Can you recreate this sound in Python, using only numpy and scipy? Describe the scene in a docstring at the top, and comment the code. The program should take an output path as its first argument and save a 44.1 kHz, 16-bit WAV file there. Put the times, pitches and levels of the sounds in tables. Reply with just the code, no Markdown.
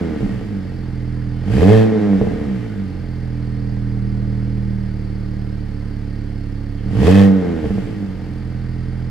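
"""Cold six-cylinder, blipped twice

A petrol car on a driveway, heard just behind its two tailpipes, settles from its start-up flare to
an idle and is blipped twice. Each firing rings the exhaust; as the revs fall the firing turns ragged
and the pipes burble and pop. Gas hisses from the tips and rasps under throttle. Further off the engine
clatters, its injectors tick and its intake gasps, while house walls answer over a quiet street."""
import sys
import numpy as np
from scipy import signal
from scipy.fft import rfft, irfft, next_fast_len
from scipy.io import wavfile
from scipy.ndimage import uniform_filter1d, minimum_filter1d

SR = 44100
rng = np.random.default_rng(int(sys.argv[2]) if len(sys.argv) > 2 else 0)


def transcribe(signal):
    """Save signal, clipped to [-1, 1], as a 16-bit WAV file at the path in sys.argv[1]."""
    frames = np.atleast_2d(signal).T
    limited = np.clip(frames, -1, 1)
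    pcm = np.round(limited * 32767).astype(np.int16)
    wavfile.write(sys.argv[1], SR, pcm)


N = 401310
TIME = np.arange(N) / SR


def amp(db):
    """Decibels to gain."""
    return 10 ** (np.asarray(db) / 20)


def unit(x):
    """Scale to rms 1."""
    return x / np.sqrt(np.mean(x ** 2) + 1e-20)


def steady(x, window=3000):
    """Ride the running rms to 1, keeping the single pulses."""
    power = uniform_filter1d(uniform_filter1d(x ** 2, window), window)
    return x / np.sqrt(np.abs(power) + 1e-20)


def along(points, hz):
    """Read (Hz, value) points on a log axis."""
    f, values = np.transpose(points)
    return np.interp(np.log(hz + 1), np.log(f + 1), values)


def automation(points):
    """Read (time, value) points at every sample."""
    return np.interp(TIME, *np.transpose(points))


def ramp(start, length, lateness=1.45):
    """A smooth rise from 0 to 1 that gathers pace late."""
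    u = np.linspace(0, 1, 65)
    return np.interp(TIME, start + length * u, np.sin(np.pi / 2 * u ** lateness) ** 2)


def filtered(x, response):
    """Shape x with a complex frequency response."""
    size = next_fast_len(N + SR // 2)
    return irfft(rfft(x, size) * response(np.fft.rfftfreq(size, 1 / SR)), size)[..., :N]


def below(f, edge_hz, order=16):
    """Steep low-pass gain."""
    return 1 / (1 + (f / edge_hz) ** order)


def soft(f, corner_hz):
    """Causal two-pole low-pass: rounds a click into a puff."""
    return 1 / (1 + 1j * np.sqrt(2) * f / corner_hz - (f / corner_hz) ** 2)


def ring(f, modes):
    """Causal response of a bank of resonances."""
    return sum(amp(db) * 1j * f * width / (hz * hz - f * f + 1j * f * width) for hz, width, db in modes)


def clicks(times, sizes):
    """Impulses placed between samples."""
    at = np.clip(times * SR, 0, N - 2)
    i = at.astype(int)
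    return np.bincount(i, sizes * (1 - at + i), N) + np.bincount(i + 1, sizes * (at - i), N)


def noise(spectrum, lo_hz, hi_hz, correlation):
    """Stereo noise whose mid has rms 1 between lo_hz and hi_hz."""
    mid, side = filtered(rng.standard_normal((2, N)), lambda f: amp(along(spectrum, f)))
    side = side * np.sqrt((1 - correlation) / (1 + correlation))
    band = filtered(mid, lambda f: (f > lo_hz) & (f < hi_hz))
    return np.array([mid + side, mid - side]) / np.std(band)


# The idle sags as the engine warms and lifts around the second blip: (time [s], firing rate [Hz])
IDLE_RATE = [(1.2, 41), (3.2, 41), (3.6, 40.5), (4, 39.5), (4.5, 39.75), (5, 37.5), (5.45, 37.7),
             (5.75, 36.1), (6.25, 35.9), (6.6, 35.2), (7.1, 36.5), (7.8, 41.9)]
# The start-up flare, then two blips: (start [s], climb [s], top firing rate [Hz], coast [s])
REVS = [(-0.8, .35, 105.8, .721), (1.333, .414, 110.7, .75), (6.771, .383, 98.5, .635)]


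def engine_speed(linger=2.3):
    """Firings per second: each rev climbs from idle, hangs at the top and coasts back."""
    speed = idle = automation(IDLE_RATE)
    for start, climb, top_hz, coast in REVS:
        fall = np.exp(-(np.maximum(TIME - start - climb, 0) / coast) ** linger)
        speed = speed + (top_hz - idle) * ramp(start, climb) * fall
    return speed


# Stabs of throttle: (start [s], opening time [s], time to lift-off [s], depth [1 = full])
STABS = [(-0.8, .2, .35, .8), (1.37, .19, .355, .75), (6.78, .31, .365, 1.03)]


def pedal(release_s=.21, overrun_s=1.6):
    """The throttle opens and shuts; the engine then runs unloaded (overrun) until the idle takes over."""
    throttle = overrun = 0
    for start, travel, held, depth in STABS:
        shut = ramp(start + held, release_s)
        throttle = throttle + depth * ramp(start, travel) * (1 - shut)
        overrun = overrun + shut * (1 - ramp(start + held, overrun_s))
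    return throttle, overrun


def pull(speed, full_hz_per_s=200):
    """How hard the engine accelerates, 0-1."""
    return np.clip(np.gradient(speed) * SR / full_hz_per_s, 0, 1)


def fader(law, speed, idle_hz=40.64):
    """A layer's level in dB, following what the engine is doing."""
    idle_db, octave_db, throttle_db, pull_db, overrun_db, burble_db = law
    throttle, overrun = pedal()
    return (idle_db + octave_db * np.log2(speed / idle_hz) + throttle_db * throttle
            + pull_db * pull(speed) + overrun_db * overrun + burble_db * burble())


def surge(crank, depth):
    """A gain that throbs once per firing."""
    return unit(np.exp(depth * np.cos(2 * np.pi * crank)))


def firing_times(crank):
    """Moments at which the firing count passes a whole number."""
    return np.interp(np.arange(1, int(crank[-1])), crank, TIME)


def raggedness(at_idle=0.074, on_overrun=0.12):
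    """Unevenness of combustion: slight at idle, more on the overrun, most in a burble."""
    _, overrun = pedal()
    return at_idle + on_overrun * overrun + burble()


def firings(speed, crank, bank_share=0.081, bank_lag=0.0045, cylinder_share=0.015, jitter=0.07):
    """One blow-down per cylinder; the two banks alternate and differ in strength and path."""
    times = firing_times(crank)
    turn = np.arange(len(times))
    bank = (-1.) ** turn
    ragged = np.interp(times, TIME, raggedness())
    size_draw, time_draw = rng.standard_normal((len(times), 2)).T
    lope = 1 + bank_share * bank + cylinder_share * np.cos(2 * np.pi * turn / 6)
    late_s = (bank_lag / 2 * bank + jitter * ragged * time_draw) / np.interp(times, TIME, speed)
    return clicks(times + late_s, lope + ragged * np.tanh(size_draw))


def wake(speed, crank):
    """Turbulence trails each firing, stirred up as the gas flows harder."""
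    jet_db = hiss_level(speed)
    flow = amp(.5 * (jet_db - jet_db.min()))
    eddies = amp(-56) * flow * surge(crank, depth=0.71) * rng.standard_normal(N)
    return filtered(eddies, lambda f: (1 - below(f, 190, order=4)) * soft(f, 850))


def churn(calm=0.028, bass_lift=0.87):
    """Uneven combustion sets the gas tumbling: a low, continuous gurgle."""
    def tone(f):
        return soft(f, 260) * (1 + bass_lift * below(f, 65, order=4)) * (1 - below(f, 26, order=6))
    tumble = amp(-25) * np.maximum(raggedness() - calm, 0) * rng.standard_normal(N)
    return filtered(tumble, tone)


def smear(f, corner_hz=215):
    """All-pass: the long pipe delays the drone behind the boom and spreads each pulse."""
    return soft(f, corner_hz) / np.conj(soft(f, corner_hz))


# Body of the pipes and silencer: (frequency [Hz], width [Hz], gain [dB])
PIPE_MODES = [(33.2, 12, -4), (77, 37, -12), (102.9, 14, -4.5), (117.7, 12.5, -2.5), (164.8, 17, -14),
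              (193.94, 14.4, 2), (276, 45, -16), (418.8, 14, -8.5), (440.6, 13.2, -0.5), (486, 5.4, -29.5),
              (563, 120, -23.5), (690, 76, -18.5), (775, 35, -25), (1040, 93, -18.5)]
# Silencer chamber, fullest with the bypass flap shut: (frequency [Hz], width [Hz], gain [dB])
CHAMBER_MODES = [(281.7, 8.4, -2), (296.5, 14, -11.5)]


def exhaust(speed, crank, idle_corner_hz=135, revving_corner_hz=310, bypass=0.55):
    """Firings, pops and turbulence ring the pipes; the pulses sharpen as the revs rise."""
    pulses = firings(speed, crank)
    round_puffs = filtered(pulses, lambda f: soft(f, idle_corner_hz))
    sharp_puffs = filtered(pulses, lambda f: soft(f, revving_corner_hz))
    revving = np.clip((speed - 42) / 35, 0, 1)
    gas = (1 - revving) * round_puffs + revving * sharp_puffs + wake(speed, crank) + churn() + pops()
    flap = np.clip((speed - 40) / 12, 0, 1)  # opens just above idle
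    pipes = filtered(gas, lambda f: ring(f, PIPE_MODES))
    chamber = (1 - bypass * flap) * filtered(gas, lambda f: ring(f, CHAMBER_MODES))
    return filtered(pipes + chamber, lambda f: soft(f, 1000) * smear(f))


def swell(speed, hz, width_hz, db):
    """Lift in dB while a harmonic of the firing rate sits on a pipe resonance."""
    return db * sum(1 / (1 + (2 * (order * speed - hz) / width_hz) ** 2) for order in range(1, 14))


# Slow drift in the weight of the exhaust note: (time [s], level [dB])
NOTE_DRIFT = [(0, -1.5), (1.2, -0.5), (3, -1.5), (4.3, 0.5), (5.2, -1), (6.5, 0), (7.5, -0.5), (9.1, -1)]
# Faders for the low, middle and high registers:
# (idle [dB], speed [dB/octave], throttle [dB], pull [dB], overrun [dB], burble [dB])
BOOM_FADER = (-24.3, 8, 2, 1, -12.5, 9)
DRONE_FADER = (-35.7, 12, 3.5, 2.5, 0, 0.5)
BARK_FADER = (-50.5, 20.5, 2.5, 6.5, -3, 8)


def registers(note, speed, splits_hz=(163, 367)):
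    """Boom, drone and bark, the low, middle and high parts of the exhaust note, each ride a fader."""
    low, low_and_mid = filtered(note, lambda f: np.array([below(f, hz) for hz in splits_hz]))
    boom = steady(low) * amp(fader(BOOM_FADER, speed) + swell(speed, 118, 8.5, 3))
    drone = steady(low_and_mid - low) * amp(fader(DRONE_FADER, speed) + swell(speed, 195, 19, 8.8))
    bark = steady(note - low_and_mid) * amp(fader(BARK_FADER, speed) + swell(speed, 442, 22, 7))
    return amp(automation(NOTE_DRIFT)) * (boom + drone + bark)


# Pan of the two pipes, bass to the right: (frequency [Hz], left minus right [dB])
PIPE_PAN = [(60, -6.5), (110, -6.5), (200, -2.5), (380, 2), (900, -2)]


def tailpipes(note, speed, revving_pan_db=-0.5, spread_rad=0.64):
    """Two outlets differ in level and phase; the louder right one gains a touch more with the revs."""
    sides = np.array([[.5], [-.5]])

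    def placement(f):
        phase = spread_rad * (1 - below(f, 120, order=4))
        return amp(sides * along(PIPE_PAN, f)) * np.exp(1j * sides * phase)
    return filtered(note, placement) * amp(sides * revving_pan_db * np.clip((speed - 42) / 40, 0, 1))


# Dull street ambience: (frequency [Hz], relative level [dB])
STREET_SPECTRUM = [(20, 0), (60, -19.5), (200, 7), (500, 4), (2000, -37.5)]


def street():
    """A quiet, nearly centred bed of rumble."""
    return amp(-46) * noise(STREET_SPECTRUM, 20, 2000, correlation=0.94)


# Tail off the house walls and paving: (frequency [Hz], time to fall 60 dB [s])
WALL_DECAY = [(100, 0.4), (500, 0.67), (3000, 0.069), (12000, 0.094)]


def walls(x):
    """A thin outdoor echo, different at each ear and weak in the bass."""
    hz, t, grains = signal.stft(rng.standard_normal((2, SR // 2)), SR, nperseg=256)
    _, tail = signal.istft(grains * amp(-60 * t / along(WALL_DECAY, hz)[:, None]), SR, nperseg=256)
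    echo = signal.fftconvolve(x[None], tail / np.linalg.norm(tail[0]), axes=1)[:, :N]
    return filtered(echo, lambda f: 1 - below(f, 195, order=4))


# Midrange clatter of the engine: (frequency [Hz], relative level [dB])
CLATTER_SPECTRUM = [(300, -24.5), (520, -9.5), (780, 1.5), (1000, -1.5), (1450, 0), (1900, 1.5),
                    (2250, -2.5), (2550, -11), (3600, -12), (6000, -21.5), (12000, -48.5)]
# Its fader: (idle [dB], speed [dB/octave], throttle [dB], pull [dB], overrun [dB], burble [dB])
CLATTER_FADER = (-48.3, 7.5, 5.5, 1, 0.3, -1)


def clatter(speed, crank):
    """Mechanical noise throbs faintly with the firings and scatters under the body."""
    direct = noise(CLATTER_SPECTRUM, 850, 2500, correlation=0.81) * surge(crank, depth=0.068)
    scattered = amp(-6) * walls(direct.mean(0)).mean(0)
    return amp(fader(CLATTER_FADER, speed)) * unit(direct + scattered)


# Gas jet fader: (idle [dB], speed [dB/octave], throttle [dB], pull [dB], overrun [dB], burble [dB])
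HISS_FADER = (-70.5, 2.3, 18, 5, 6, 5)


def hiss_level(speed, sigh_rate_hz=59, width_hz=8.6):
    """Level in dB of the gas jet, which sighs as the revs fall through one range."""
    _, overrun = pedal()
    sigh_db = 3.5 * overrun * np.exp(-((speed - sigh_rate_hz) / width_hz) ** 2)
    return fader(HISS_FADER, speed) + sigh_db


# Breathy top of the gas jet: (frequency [Hz], relative level [dB])
HISS_SPECTRUM = [(1000, -12.5), (1500, -6), (1900, -2), (2500, -1), (3100, -0.5), (3900, -13), (4500, -5.5),
                 (6000, -14.5), (8000, -15.5), (11000, -21), (15500, -31.5)]


def hiss(speed, crank, crackle_db=0.5):
    """The jet at the tips spits unevenly with the firings."""
    spits = np.interp(crank * 3, np.arange(4000), rng.standard_normal(4000))  # three per firing
    jet = noise(HISS_SPECTRUM, 5160, 14000, correlation=.15) * surge(crank, depth=0.08)
    return amp(hiss_level(speed)) * jet * unit(amp(crackle_db * spits))


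# Fine metallic ring of the injectors: (frequency [Hz], width [Hz], gain [dB])
INJECTOR_MODES = [(3420, 16, -4.5), (4167, 25, 0), (4350, 23, 4), (4520, 26, 4.5), (4680, 68, 2.5),
                  (5066, 36, 1.5), (8400, 190, -15.5)]


def injectors(speed, crank, idle_db=-59, side_db=-6, revving_db=-10):
    """Even injector rattle rings the fuel rail, clearest at idle."""
    rattle = surge(crank, depth=.45) * rng.standard_normal((2, N))
    mid, side = filtered(rattle, lambda f: ring(f, INJECTOR_MODES))
    duck_db = revving_db * np.clip((speed - 44) / 25, 0, 1)
    return amp(idle_db + duck_db) * unit(mid + amp(side_db) * np.array([side, -side]))


# Fits of ragged firing on the way down: (time [s], scatter of firing strength [0-1], decay [s])
RAGGED_FITS = [(.17, .7, 0.12), (2.16, 0.72, 0.11), (7.61, .8, .14)]


def burble(attack_s=0.045):
    """Each fit of ragged firing sets in quickly and dies away."""
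    envelope = 0
    for start, scatter, decay_s in RAGGED_FITS:
        rise = np.clip((TIME - start) / attack_s, 0, 1)
        fall = np.exp(-np.maximum(TIME - start - attack_s, 0) / decay_s)
        envelope = envelope + scatter * rise * fall
    return envelope


# Pops in the pipes: (time [s], strength over an ordinary firing [dB])
FUEL_POPS = [(0.206, 4), (.229, 4), (.263, 4.5), (2.213, 9), (2.271, 6.5), (2.32, 3), (7.705, 11),
             (7.753, 0), (7.781, 3)]


def pops(corner_hz=390):
    """Unburnt fuel goes off in a sharper puff than a firing."""
    times, db = np.transpose(FUEL_POPS)
    return filtered(clicks(times, -amp(db)), lambda f: soft(f, corner_hz))


def intake(centre_hz=3000, width_hz=600, attack_s=.015, decay_s=.09):
    """Air whistles briefly past the throttle plate as it cracks open."""
    gasp = sum(ramp(start, attack_s) * np.exp(-np.maximum(TIME - start, 0) / decay_s)
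               for start, *_ in REVS)
    air = filtered(rng.standard_normal(N), lambda f: ring(f, [(centre_hz, width_hz, 0)]) ** 2)
    return amp(-55) * gasp * unit(air)


# Bite of the steel tips under a hard blast: (frequency [Hz], width [Hz], gain [dB])
TIP_MODES = [(1130, 210, 1.5), (1786, 170, 7), (2516, 92, 3), (3100, 210, -4), (11000, 9400, -32.5)]
# Its fader: (base [dB], speed [dB/octave], throttle [dB], pull [dB], overrun [dB], burble [dB])
RASP_FADER = (-63, 13, 16, -3, 0, 0)


def rasp(speed, crank, scatter_db=2, side_db=-7, burst_s=.006):
    """Under throttle or acceleration, every firing spits a short burst through the steel tips."""
    throttle, _ = pedal()
    blast = np.maximum(pull(speed), throttle)
    times = firing_times(crank)
    spits = clicks(times, amp(scatter_db * rng.standard_normal(len(times))))
    envelope = signal.lfilter([1], [1, -np.exp(-1 / (burst_s * SR))], spits)
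    bursts = unit(envelope) * rng.standard_normal((2, N))
    mid, side = filtered(bursts, lambda f: ring(f, TIP_MODES) * soft(f, 8600))
    return amp(fader(RASP_FADER, speed)) * blast * unit(mid + amp(side_db) * np.array([side, -side]))


def scene():
    """One speed curve drives every layer of the car, over a quiet street."""
    speed = engine_speed()
    crank = np.cumsum(speed) / SR  # running count of firings
    note = registers(exhaust(speed, crank), speed)
    surroundings = street() + amp(-12) * walls(note)
    texture = clatter(speed, crank) + hiss(speed, crank) + injectors(speed, crank)
    return tailpipes(note, speed) + surroundings + texture + intake() + rasp(speed, crank)


def record(dry, ceiling=1.32, hardness=8, top_hz=15720):
    """A limiter holds the revs down, a soft clip rounds their peaks and the very top is cut."""
    needed_gain = np.minimum(1, ceiling / (np.abs(dry).max(0) + 1e-9))
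    held = dry * uniform_filter1d(minimum_filter1d(needed_gain, size=900), size=700)
    rounded = held / (1 + np.abs(held) ** hardness) ** (1 / hardness)
    return filtered(rounded, lambda f: f < top_hz)


dry = scene()
out = record(dry)
transcribe(out)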